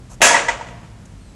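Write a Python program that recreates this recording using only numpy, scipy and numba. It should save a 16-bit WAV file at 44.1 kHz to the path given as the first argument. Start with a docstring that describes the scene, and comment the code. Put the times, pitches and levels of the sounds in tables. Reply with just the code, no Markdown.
"""Steel frame dropped in a yard

Some way off from the microphone, one corner thuds on the paving, then the whole heavy frame crashes
and its tubes ring. Ribbed building fronts throw back pitched slaps, and the yard reverberates.
Behind it are light scuffs, a far engine slowing, a faint chirp and town rumble.
The recorder's limiter holds the crash down."""
import sys
import numpy as np
from scipy import signal
from scipy.fft import rfft, irfft
from scipy.io import wavfile
from scipy.ndimage import uniform_filter1d
from numba import njit

SR = 44100
rng = np.random.default_rng(int(sys.argv[2]) if len(sys.argv) > 2 else 0)


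def file_out(sig):
    """Save sig as 16-bit WAV at sys.argv[1]."""
    # one column per channel
    cols = np.atleast_2d(sig).T
    # limit, then scale
    lim = np.clip(cols, -1, 1)
    pcm = np.round(lim * 32767).astype(np.int16)
    wavfile.write(sys.argv[1], SR, pcm)


N = 59535
T = np.arange(N) / SR
FREQS = np.maximum(np.arange(N // 2 + 1) * SR / N, 1)


def undb(db):
    return 10 ** (np.asarray(db) / 20)


def fade(t, t60):
    """Exponential decay that starts at t = 0."""
    return (t >= 0) * np.exp(-np.log(1000) * np.maximum(t, 0) / t60)


def ramp(t, rise_s):
    return np.clip(t / rise_s, 0, 1)


def noise(spectrum, tilt_db=0):
    """Noise of rms 1 shaped by (Hz, dB) points, tilted per octave around 1 kHz."""
    hz, db = np.array(spectrum)[:, :2].T
    tilt = tilt_db * np.log2(np.maximum(FREQS, 200) / 1000)
    gain = undb(np.interp(np.log(FREQS), np.log(hz), db) + tilt)
    x = irfft(gain * np.exp(2j * np.pi * rng.random(len(FREQS))), N)
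    return x / x.std()


def drift(rate_hz):
    """Smooth random drift with a spread of 1."""
    hold = max(int(SR / rate_hz), 1)
    steps = np.repeat(rng.standard_normal(N // hold + 1), hold)
    x = uniform_filter1d(steps, hold)[:N]
    return x / x.std()


def tone(hz):
    """Sine of rms 1 on a moving pitch."""
    return np.sqrt(2) * np.sin(2 * np.pi * (np.cumsum(hz) / SR + rng.random()))


# The frame landing, some way off (time [s], level [dB], treble tilt [dB/octave])
FRAME_BLOWS = [(0.2079, -21.5, -3.5), (0.2169, 4.5, 0.5), (0.2263, -3, 2), (.2440, -5, 2.5),
               (0.251, -5, -1)]
# Steel on stone (frequency [Hz], level [dB])
CRACK_SPECTRUM = [(60, -44), (250, 0.5), (700, 0), (2000, 2), (3200, 1), (4500, -15), (7000, -7.5),
                  (11000, -27), (13000, -13)]

def crash(crack_db=-4.5, clang_db=-10.5):
    """Each blow cracks on the paving and sets the frame clanging."""
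    out = np.zeros(N)
    for start, db, tilt_db in FRAME_BLOWS:
        t = T - start
        crack = noise(CRACK_SPECTRUM, tilt_db) * fade(t, t60=0.074)
        out += undb(db) * (undb(crack_db) * crack + undb(clang_db) * clang(t, tilt_db))
    return out


# Frame clatter with the yard's reverberation on it (frequency [Hz], level [dB], t60 [s])
CLANG_BANDS = [(60, -32.5, 0.98), (302, -6, 1), (380, -14.5, 0.89), (481, -5, 1), (700, -4.5, 0.93),
               (1170, -1, 0.63), (1720, 0, 0.68), (2470, -1, 0.51), (4130, -8, 0.49), (6550, -1, 0.45),
               (7450, -0.5, 0.41), (8360, -10, 0.48), (10000, -7.5, 0.31), (11470, -8, 0.13),
               (13000, -23, 0.12), (16000, -24, .12)]

def clang(t, tilt_db, build_s=0.0041):
    """Dense ringing of the steel builds up quickly; each band dies at its own rate."""
    hz, _, t60s = np.array(CLANG_BANDS).T
    spectrum = rfft(noise(CLANG_BANDS, tilt_db))
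    out = np.zeros(N)
    for one_band, t60 in zip(np.eye(len(hz)), t60s):
        band_gain = np.interp(np.log(FREQS), np.log(hz), one_band)
        out += irfft(spectrum * band_gain, N) * fade(t, t60)
    return out * (1 - np.exp(-np.maximum(t, 0) / build_s))


# Clear notes of the steel tubes (frequency [Hz], level [dB], t60 [s])
TUBE_MODES = [(472, -9, 1.05), (546, -5, .65), (581, -5, .6), (635, -4, .85), (697, -1, .95), (902, 0, .8),
              (953, -7, 1.0), (1145, -3, .6), (1284, -2, .6), (1596, -2, .55), (1686, 5, .55),
              (1891, -4, .55), (1969, -3, .72), (2333, 1, .45), (2538, -3, .55), (2697, -5, .52),
              (3355, -2, .46), (3833, -4, .42), (4958, -8, .42), (5857, -5, .44), (6372, -2, .37),
              (7605, 3, .23), (9674, -9, .3)]

def tube_ring(t, level_db=-19):
    """The struck tubes ring in their modes, each wavering in level and pitch."""
    out = np.zeros(N)
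    for hz, db, t60 in TUBE_MODES:
        shimmer = undb(3.55 * drift(35.15))
        out += undb(level_db + db) * tone(hz + 4 * drift(40.13)) * shimmer * fade(t, t60)
    return out


# First corner down, then the low boom of the frame (time [s], level [dB], t60 [s])
GROUND_THUDS = [(0.2051, -18.5, 0.038), (.219, -22, 0.14), (0.4, -25, 0.11)]
# Their dull body (frequency [Hz], level [dB])
THUD_SPECTRUM = [(80, -33), (200, -16), (300, 2.5), (420, -4.5), (600, 2), (900, -11), (1500, -41),
                 (4000, -63)]

def thuds(attack_s=0.002):
    """The weight of the frame meets the ground."""
    envelope = sum(undb(db) * fade(T - start, t60) * ramp(T - start, attack_s)
                   for start, db, t60 in GROUND_THUDS)
    return envelope * noise(THUD_SPECTRUM)


# Echoes off the ribbed fronts, as they reach the microphone
# (time [s], length [s], low note [dB], high note [dB], splash [dB])
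FRONT_ECHOES = [(0.3074, 0.012, -11.5, -29, -20.5), (0.3428, 0.013, -11.5, -11, -16.5),
                (0.365, 0.0058, -13.5, -10.5, -20.5), (0.3734, 0.0051, -22, -19, -25.5),
                (0.3917, 0.0046, -35, -13, -31), (0.403, 0.0027, -13, -30, -32.5),
                (0.4827, 0.016, -18.5, -13.5, -18), (0.6084, 0.014, -28, -43, -37.5),
                (0.666, 0.0067, -35.5, -47, -43.5), (0.685, 0.0051, -51, -39, -44),
                (0.831, 0.007, -46, -64, -48.5)]
# Broad splash of an echo (frequency [Hz], level [dB])
SPLASH_SPECTRUM = [(100, -27), (300, -18), (550, 4.5), (900, -3), (1400, 1.5), (2200, -1), (3000, -4.5),
                   (4300, -14.5), (7200, -10.5), (9000, -23.5), (12000, -59)]

def rib_slaps(low_hz=930, high_hz=1955, wobble=0.0254, attack_s=0.0027, release_s=0.0037):
    """Evenly spaced ribs draw each echo out into a short two-note burst, with a splash and a tail."""
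    out = np.zeros(N)
    for start, length, low_db, high_db, splash_db in FRONT_ECHOES:
        t = T - start
        onset = ramp(t, attack_s)
        burst = onset * np.exp(-np.maximum(t - length + release_s, 0) / release_s)
        for hz, db in (low_hz, low_db), (high_hz, high_db):
            out += undb(db) * burst * tone(hz * (1 + wobble * drift(700)))
        splash = fade(t, t60=0.17)
        tail = undb(-14) * fade(t, t60=0.73)
        out += undb(splash_db) * noise(SPLASH_SPECTRUM) * onset * (splash + tail)
    return out


# Late sound between the buildings (frequency [Hz], level [dB])
YARD_SPECTRUM = [(100, 0), (400, -4), (680, 2), (1000, 8.5), (1300, 1), (2000, 0), (3000, -6),
                 (4300, -13.5), (7000, -21.5), (10000, -51)]

def yard_reverb(t, level_db=-21.5):
    """Reflections of the crash fill the yard and die away."""
    envelope = ramp(t, rise_s=0.34) * fade(t, t60=1.205)
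    return undb(level_db + drift(40.6)) * noise(YARD_SPECTRUM) * envelope


# Light scuffs, faint at the microphone (time [s], length [s], level [dB])
PAVING_SCUFFS = [(0.091, 0.069, -44.5), (1.051, .018, -51)]
# Their grit (frequency [Hz], level [dB])
SCUFF_SPECTRUM = [(200, -8), (900, 4), (1800, -12), (4500, -16), (6500, 0), (8000, -7), (11500, -15),
                  (13000, -31)]

def scuffs():
    """Soft gritty swells on the paving, before and after the crash."""
    swell = sum(undb(db) * np.sin(np.pi * ramp(T - start, length))
                for start, length, db in PAVING_SCUFFS)
    return swell * noise(SCUFF_SPECTRUM) * undb(2.2 * drift(220))


# Engine far from the yard (time [s], second harmonic [Hz], level [dB])
ENGINE_TRACK = [(0, 123.5, -46), (0.551, 128, -50), (0.722, 119.2, -42), (0.819, 110.5, -44),
                (0.951, 109, -46), (1.1, 99, -47), (1.35, 92, -55.5)]
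# Its harmonics (frequency over the second harmonic [ratio], level [dB])
ENGINE_HARMONICS = [(.5, -8), (1, 0), (1.5, -7), (2, -11)]

def far_engine():
    """An engine's hum sinks unsteadily as it slows."""
    times, hz, db = np.array(ENGINE_TRACK).T
    pitch = np.interp(T, times, hz) * (1 + 0.013 * drift(25.34))
    hum = sum(undb(level + drift(33)) * tone(ratio * pitch) for ratio, level in ENGINE_HARMONICS)
    return undb(np.interp(T, times, db)) * hum


# Faint chirp in the background (time [s], pitch [Hz], level [dB])
CHIRP_TRACK = [(1.17, 4200, -92), (1.21, 4280, -68), (1.26, 4170, -67), (1.298, 3954, -67),
               (1.35, 4000, -72)]

def chirp(octave_db=2):
    """A thin, fluttering note with its octave."""
    times, hz, db = np.array(CHIRP_TRACK).T
    pitch = np.interp(T, times, hz) * (1 + 0.0148 * drift(600))
    return undb(np.interp(T, times, db)) * (tone(pitch) + undb(octave_db) * tone(2 * pitch))


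# The town beyond the yard (frequency [Hz], level [dB])
TOWN_SPECTRUM = [(20, -28), (30, -12), (42, 3.5), (75, -5), (160, -7), (250, -12.5), (400, -20),
                 (1000, -27), (2000, -31), (4000, -36), (7500, -36.5), (11500, -45.5), (12500, -49),
                 (16000, -61)]

def town_rumble(level_db=-41.5):
    """The town lays a steady low noise under everything."""
    return undb(level_db) * noise(TOWN_SPECTRUM)


def scene():
    """The yard in mono, from the ground some way off; the hardest blow starts the ring and reverb."""
    since_hardest = T - max(FRAME_BLOWS, key=lambda blow: blow[1])[0]
    drop = crash() + tube_ring(since_hardest) + yard_reverb(since_hardest) + thuds() + rib_slaps()
    return (drop + scuffs() + far_engine() + chirp() + town_rumble())[None]


@njit
def follow_peaks(x, attack_s, release_s):
    """The limiter's detector rises fast on a peak and falls back more slowly."""
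    out, level = np.empty(len(x)), 0.
    for i in range(len(x)):
        size = abs(x[i])
        level += (size - level) / (SR * (attack_s if size > level else release_s))
        out[i] = level
    return out


def record(dry, limit_db=-0.5, ceiling=0.7, shelf_hz=11840, shelf_db=-17, top_hz=15900):
    """Peaks are limited and rounded; the treble is dulled above about 12 kHz and cut off near 16 kHz."""
    peak = follow_peaks(dry[0], attack_s=0.00034, release_s=0.012)
    held = dry / np.maximum(peak / undb(limit_db), 1)
    rounded = held / (1 + (held / ceiling) ** 8) ** (1 / 8)
    dull = signal.fftconvolve(rounded, signal.firwin(81, shelf_hz, fs=SR)[None], mode="same")
    shelved = dull + undb(shelf_db) * (rounded - dull)
    top_cut = signal.firwin(255, top_hz, window=("kaiser", 9), fs=SR)
    return signal.fftconvolve(shelved, top_cut[None], mode="same")


dry = scene()
out = record(dry)
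file_out(out)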